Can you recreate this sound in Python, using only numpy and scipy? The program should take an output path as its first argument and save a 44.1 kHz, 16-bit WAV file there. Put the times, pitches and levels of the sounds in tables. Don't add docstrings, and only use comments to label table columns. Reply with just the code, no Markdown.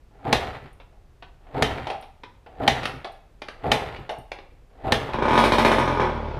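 import sys
import numpy as np
from scipy import signal
from scipy.fft import rfft, irfft
from scipy.io import wavfile

SR = 44100
rng = np.random.default_rng(int(sys.argv[2]) if len(sys.argv) > 2 else 0)


def unload_audio(sound):
    columns = np.transpose(np.atleast_2d(sound))
    steps = np.round(np.clip(columns, -1, 1) * 32767)
    wavfile.write(sys.argv[1], SR, steps.astype(np.int16))


N = 281799
TIME = np.arange(N) / SR
EVENT_TIME = TIME[:SR // 5]


def from_db(db):
    return 10 ** (np.asarray(db) / 20)


def unit_energy(x):
    return x / np.sqrt(np.sum(x ** 2) + 1e-20)


def unit_rms(x):
    return unit_energy(x) * np.sqrt(len(x))


def at_hz(points, hz):
    freq_hz, value = np.transpose(points)
    return np.interp(np.log(np.maximum(hz, 1)), np.log(freq_hz), value)


def add(track, start_s, sound):
    i = int(np.clip(start_s * SR, 0, N))
    track[i:i + len(sound)] += sound[:N - i]


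def through(x, response):
    return signal.oaconvolve(x, response)[:N]


def lowpass(x, corner_hz, order=2):
    sos = signal.butter(order, np.clip(corner_hz, 50, .45 * SR), fs=SR, output="sos")
    return signal.sosfilt(sos, x + 1e-18)


def colour(points, size=8192):
    cepstrum = irfft(np.log(from_db(at_hz(points, np.fft.rfftfreq(size, 1 / SR)))))
    cepstrum[size // 2:] = 0
    cepstrum[1:] *= 2
    return unit_energy(irfft(np.exp(rfft(cepstrum))))


def body(modes, size=4096):
    t = TIME[:size]
    rings = [from_db(db) * width_hz * np.exp(-np.pi * width_hz * t) * np.cos(2 * np.pi * hz * t)
             for hz, width_hz, db in modes]
    return unit_energy(sum(rings[::2]) - sum(rings[1::2]))


def burst(decay_s):
    return unit_energy(rng.standard_normal(len(EVENT_TIME)) * np.exp(-(EVENT_TIME / decay_s) ** 2))


def scuff(decay_s):
    return unit_energy(rng.standard_normal(len(EVENT_TIME)) * np.exp(-EVENT_TIME / decay_s))


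def grains(per_s, spread_db):
    sizes = rng.choice([-1, 1], N) * from_db(spread_db * np.minimum(rng.exponential(1, N), 3))
    return unit_rms(sizes * (rng.random(N) < per_s / SR))


# freq_hz, gain_db
RUMBLE_COLOUR = [(12, -22.5), (22, -3), (50, -7), (87, -14), (150, -20), (200, -26.5), (450, -28),
                 (800, -35), (1400, -39.5), (2500, -44), (5000, -50.5), (12000, -58.5), (15000, -61.5)]


def rumble():
    return from_db(-51) * unit_rms(through(rng.standard_normal(N), colour(RUMBLE_COLOUR)))


# freq_hz, t60_s
GARAGE_DECAY = [(60, 0.71), (250, 0.35), (700, 0.64), (1500, 0.54), (3000, 0.5), (6000, 0.41),
                (14000, 0.53)]


def garage(x, tail_db, early_db):
    t = TIME[:SR]
    white, hz = rfft(rng.standard_normal(SR)), np.fft.rfftfreq(SR, 1 / SR)
    octave = np.round(np.log2(np.maximum(hz, GARAGE_DECAY[0][0])))
    tail = sum(irfft(white * (octave == k), SR) * from_db(-60 * t / at_hz(GARAGE_DECAY, 2 ** k))
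               for k in np.unique(octave))
    early = rng.standard_normal(SR) * np.exp(-t / 0.027)
    onset = np.clip((t - .002) / .005, 0, 1)
    room = from_db(tail_db) * unit_energy(tail * onset) + from_db(early_db) * unit_energy(early * onset)
    return through(x, room)


# start_s, level_db
SPRING_PINGS = [(0.73, -41), (2.012, -34.5), (3.121, -39.5), (4.113, -36), (4.185, -32.5)]


def spring_pings():
    force = np.zeros(N)
    for start_s, db in SPRING_PINGS:
        add(force, start_s, from_db(db) * scuff(0.0041))
    spring = through(force, body([(9140, 670, 26), (12300, 2600, 17)]))
    return spring + garage(spring, tail_db=-6.0, early_db=-5.5)


# freq_hz, gain_db
AIR_COLOUR = [(20, -13), (45, -4.5), (65, 0.5), (95, -5.5), (128, 5.5), (185, -15), (245, -4), (310, -12.5),
              (420, -7.5), (1000, -54.5), (4000, -56)]
# start_s, level_db
THUMPS = [(0.624, -10.5), (1.8, -5.5), (2.934, -4.5), (3.989, -4.5), (4.175, -10.5), (4.518, -20.5)]


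def settling_thumps():
    force = np.zeros(N)
    for start_s, db in THUMPS:
        add(force, start_s, from_db(db) * burst(0.043))
    return through(force, colour(AIR_COLOUR))


# freq_hz, gain_db
METAL_COLOUR = [(100, -3), (300, 9.5), (800, 13.5), (1400, 7), (2400, 7.5), (3800, 2.5), (5500, -7.5),
                (7500, -20.5), (10000, -13.5), (15000, -31)]


def click(db, decay_s, rise_s=0.0023, db_per_octave=13):
    seating = np.clip(EVENT_TIME / rise_s, 0, 1)
    corner_hz = 18820 * 2 ** (db / db_per_octave)
    force = lowpass(unit_energy(seating * scuff(decay_s)), corner_hz)
    return from_db(db + 11.5) * through(force, colour(METAL_COLOUR))


# start_s, strength_db, decay_s
LINKAGE_CLICKS = [(.659, -34, 0.0049), (0.799, -30.5, 0.012), (1.223, -26, 0.0083), (2.024, -27, 0.012),
                  (2.234, -23, 0.006), (2.831, -14.5, .012), (2.854, -7, 0.004), (3.418, -17.5, 0.0046),
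                  (3.484, -17, 0.0035), (3.961, -24, .008), (4.317, -17, 0.0035), (4.386, -27, .004),
                  (5.133, -17, .008)]


def linkage_clicks():
    clicks = np.zeros(N)
    for start_s, db, decay_s in LINKAGE_CLICKS:
        add(clicks, start_s, click(db, decay_s))
    return clicks + garage(clicks, tail_db=-6.0, early_db=-5.5)


# start_s, strength_db, decay_s
GEAR_RETURNS = [(.925, -38, 0.039), (1.466, -31, 0.025), (1.869, -8, 0.0097), (1.9, -7, 0.024),
                (2.462, -24, 0.027), (3.044, -9.5, .016), (4.092, -7.5, 0.03)]
# pitch_hz, width_hz, gain_db
RETURN_MODES = [(470, 51, -9), (617, 41, -2.5), (711, 125, 11), (900, 120, -2)]


def gear_return():
    winding, landing = np.zeros((2, N))
    for start_s, db, decay_s in GEAR_RETURNS:
        add(winding, start_s, from_db(db) * scuff(decay_s))
        add(landing, start_s, click(db - 8, decay_s=.009))
    clunk = from_db(9.0) * lowpass(through(winding, body(RETURN_MODES)), 1500)
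    room = garage(clunk, tail_db=-6.5, early_db=-2.0) + garage(landing, tail_db=-6.0, early_db=-5.5)
    return clunk + landing + room


# start_s, strength_db
LEVER_STOPS = [(0.3282, 3), (1.6239, 0.5), (2.678, 2.5), (3.7172, 2), (4.922, 1.5)]
# pitch_hz, width_hz, gain_db
CRANKCASE_MODES = [(223, 23, 2.5), (439, 15, 23.5), (800, 62, 15.5), (1280, 16, 3.5), (1800, 120, 7),
                   (2330, 530, -24), (2920, 640, 4.5), (4150, 380, -16), (3910, 220, -18), (4990, 120, -28)]


def lever_stop():
    force, shake, jolt = np.zeros((3, N))
    for start_s, db in LEVER_STOPS:
        add(force, start_s, from_db([db - 6.5]))
        add(force, start_s, from_db(db + 1.5) * burst(0.0075))
        add(shake, start_s, from_db(db) * scuff(0.0095))
        add(jolt, start_s, from_db([db]))
    case = lowpass(body(CRANKCASE_MODES, size=8192), 7700) + from_db(2.5) * colour(METAL_COLOUR)
    room = garage(through(shake, case), tail_db=-6.5, early_db=-4.5)
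    frame = through(jolt, body([(67, 12, -8.5), (129, 9, -0.5), (235, 18, 0)]))
    return from_db(4.5) * (through(force, case) + room) + from_db(3) * frame


def kick_stroke(since_stop_s, slack_s=.22, push_s=0.096, bite_s=0.0234, coast_s=.48):
    speed = np.clip(np.minimum((since_stop_s + push_s) / bite_s, 1 - since_stop_s / coast_s), 0, 1)
    slack_db = -20 + 133.5 * np.minimum(since_stop_s + push_s, 0)
    slack = (since_stop_s > -slack_s) * (since_stop_s < 0) * from_db(slack_db)
    return speed, slack


# pitch_hz, width_hz, gain_db
GEAR_MODES = [(258, 62, 4.5), (478, 27, 6), (630, 66, -11.5), (706, 250, 7.5), (905, 89, -1),
              (1230, 320, -11)]
# pitch_hz, width_hz, gain_db
DRIVE_CASE_MODES = [(1302, 48, -1), (1600, 74, -3), (1660, 480, 0.5)]
# freq_hz, gain_db
RATTLE_COLOUR = [(200, -21.5), (600, 9), (1300, 5.5), (2500, -4), (3900, -7), (5000, -10.5), (7200, -20.5),
                 (9500, -21.5), (15000, -41.5)]


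def cranking(turns_per_s=23, teeth_per_turn=26):
    stops_s = np.array([s for s, _ in LEVER_STOPS])
    nearest_stop_s = stops_s[np.searchsorted((stops_s[1:] + stops_s[:-1]) / 2, TIME)]
    since_stop_s = TIME - nearest_stop_s
    speed, slack = kick_stroke(since_stop_s)
    total_turns = turns_per_s * np.cumsum(speed) / SR
    turns = total_turns - np.interp(nearest_stop_s, TIME, total_turns)
    teeth = 1 + 0.48 * signal.sawtooth(2 * np.pi * teeth_per_turn * turns)
    compression = 1 + .45 * np.cos(2 * np.pi * turns)

    gears = lowpass(through(grains(2500, spread_db=0.73) * teeth, body(GEAR_MODES)), 1100, order=3)
    whirr = from_db(-28.5) * np.maximum(speed ** 4.4, slack) * unit_rms(gears)

    case = lowpass(colour(RATTLE_COLOUR), 5300) + from_db(-6.5) * body(DRIVE_CASE_MODES, size=8192)
    chatter = unit_rms(through(grains(870, spread_db=3.5) * teeth, case))
    slop_db = 7.5 * np.clip(since_stop_s / 0.11, 0, 1) ** 2
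    rattle = from_db(-39.5 + slop_db) * np.maximum(speed ** 2.36, slack) * compression * chatter

    air = unit_rms(through(rng.standard_normal(N), colour(AIR_COLOUR)))
    chuffs = from_db(-31) * speed ** 2.28 * compression * air
    starter = whirr + lowpass(rattle, 7400) + chuffs
    return starter + garage(starter, tail_db=-7.0, early_db=-6.5)


def piston_air(turns, speed, sharpness=1.7):
    gate = np.exp(sharpness * (np.cos(2 * np.pi * turns) - 1))
    turbulence = through(gate * rng.standard_normal(N), colour(AIR_COLOUR))
    pulse = through(np.gradient(gate) / np.gradient(turns).clip(1e-9), colour(AIR_COLOUR))
    air = unit_rms(unit_rms(turbulence) + unit_rms(pulse))
    return from_db(-31.5) * (speed / speed.max()) ** 0.72 * lowpass(air, 3000)


def gear_rattle(turns, running):
    knocks = (1 + 0.32 * np.cos(2 * np.pi * turns)) * grains(4000, spread_db=3.2)
    return from_db(-48) * lowpass(through(running * knocks, colour(RATTLE_COLOUR)), 4100)


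# start_s, strength_db
BANGS = [(5.143, -9.5), (5.2232, -5.5), (5.3772, 1.5), (5.4393, 0), (5.5212, -1), (5.5842, -0.5),
         (5.6492, 1.5), (5.7165, -1.5), (5.7845, -2), (5.8772, -6.5), (5.9978, -3.5)]
# time_s, strength_db
BURN_CURVE = [(5.08, -18), (5.18, -6.5), (5.39, -3.5), (5.44, -22), (5.66, -17), (5.81, -11), (5.94, -14),
              (6.01, -5.5), (6.14, -19.5), (6.39, -18)]
# pitch_hz, width_hz, gain_db
EXHAUST_MODES = [(140, 42, 6.5), (232.3, 26, 12.5), (403, 45, 5.5), (446, 170, -34), (632, 100, 15.5),
                 (907, 63, 5), (892, 246, 6.5), (1140, 23, -27), (1225, 73, 3.5), (1523, 130, -0.5),
                 (1840, 200, -30), (3520, 480, -40), (3724, 190, -5.5)]
# freq_hz, gain_db
JET_COLOUR = [(200, -14), (600, 6), (1200, -0.5), (1450, -1.5), (2200, 2), (2700, -6), (3300, -4),
              (3900, -6.5), (4500, -17), (5300, -12), (7000, -25), (9500, -20), (12000, -26), (15000, -29)]


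def exhaust(turns, bang_turns, running, scatter_db=1.0, bang_hiss_db=2):
    burn_db = np.interp(TIME, *np.transpose(BURN_CURVE))
    bang_db = dict(zip(bang_turns, [db for _, db in BANGS]))
    bright_octaves = np.minimum(6.2 * (TIME - 5.41), 3.22 * (5.616 - TIME)).clip(max=0)
    corner_hz = 4200 * 2 ** bright_octaves
    hiss_db = -9.5 + 2.5 * bright_octaves
    jet_rise = np.clip(EVENT_TIME / 0.0021, 0, 1)
    puffs, jets = np.zeros((2, N))
    for i in np.flatnonzero((np.diff(np.floor(turns)) > 0) & (running[1:] > 0)):
        turn = np.floor(turns[i + 1])
        strength = from_db(bang_db.get(turn, burn_db[i] + rng.normal(0, scatter_db)))
        blast = signal.unit_impulse(len(EVENT_TIME)) + .25 * scuff(.006)
        front = strength * lowpass(blast, corner_hz[i], order=4)
        add(puffs, i / SR, -front)
        add(puffs, i / SR + .0015, .8 * front)
        gas = lowpass(jet_rise * scuff(0.013), 3.1 * corner_hz[i])
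        add(jets, i / SR, strength * from_db(hiss_db[i] + bang_hiss_db * (turn in bang_db)) * gas)
    pipe = from_db(12.5) * through(puffs, body(EXHAUST_MODES))
    hiss = from_db(13) * through(jets, colour(JET_COLOUR))
    return pipe, hiss


def crank_turns(turns_per_s):
    free_turns = np.cumsum(turns_per_s) / SR
    at_bangs = np.interp([s for s, _ in BANGS], TIME, free_turns)
    bang_turns = np.r_[0, np.cumsum(np.round(np.diff(at_bangs)))]
    return free_turns + np.interp(free_turns, at_bangs, bang_turns - at_bangs), bang_turns


# time_s, turns_per_s
CRANK_SPEED = [(5.08, 15), (5.24, 32.5), (5.4, 49), (5.5, 48.8), (6.05, 40), (6.39, 34)]


def engine():
    turns_per_s = np.interp(TIME, *np.transpose(CRANK_SPEED))
    turns, bang_turns = crank_turns(turns_per_s)
    running = np.clip((TIME - CRANK_SPEED[0][0]) / 0.0068, 0, 1)
    direct, hiss = exhaust(turns, bang_turns, running)
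    pipe = direct.copy()
    for lag_s, db in [(.0053, -21), (.0137, -9.5), (.027, -15.5)]:
        add(pipe, lag_s, from_db(db) * direct)
    noise = hiss + gear_rattle(turns, running)
    air = running * piston_air(turns, turns_per_s)
    room = garage(pipe, tail_db=-1, early_db=-4.5) + garage(noise, tail_db=3.5, early_db=-5.5)
    return pipe + noise + air + room


def scene():
    mix = rumble() + cranking() + lever_stop()
    mix += linkage_clicks() + gear_return() + spring_pings() + settling_thumps()
    return (mix + engine())[None]


def record(dry, ceiling=1.1, cutoff_hz=15100):
    rounded = ceiling * np.tanh(dry / ceiling)
    return signal.sosfilt(signal.ellip(12, .2, 90, cutoff_hz, fs=SR, output="sos"), rounded)


dry = scene()
out = record(dry)
unload_audio(out)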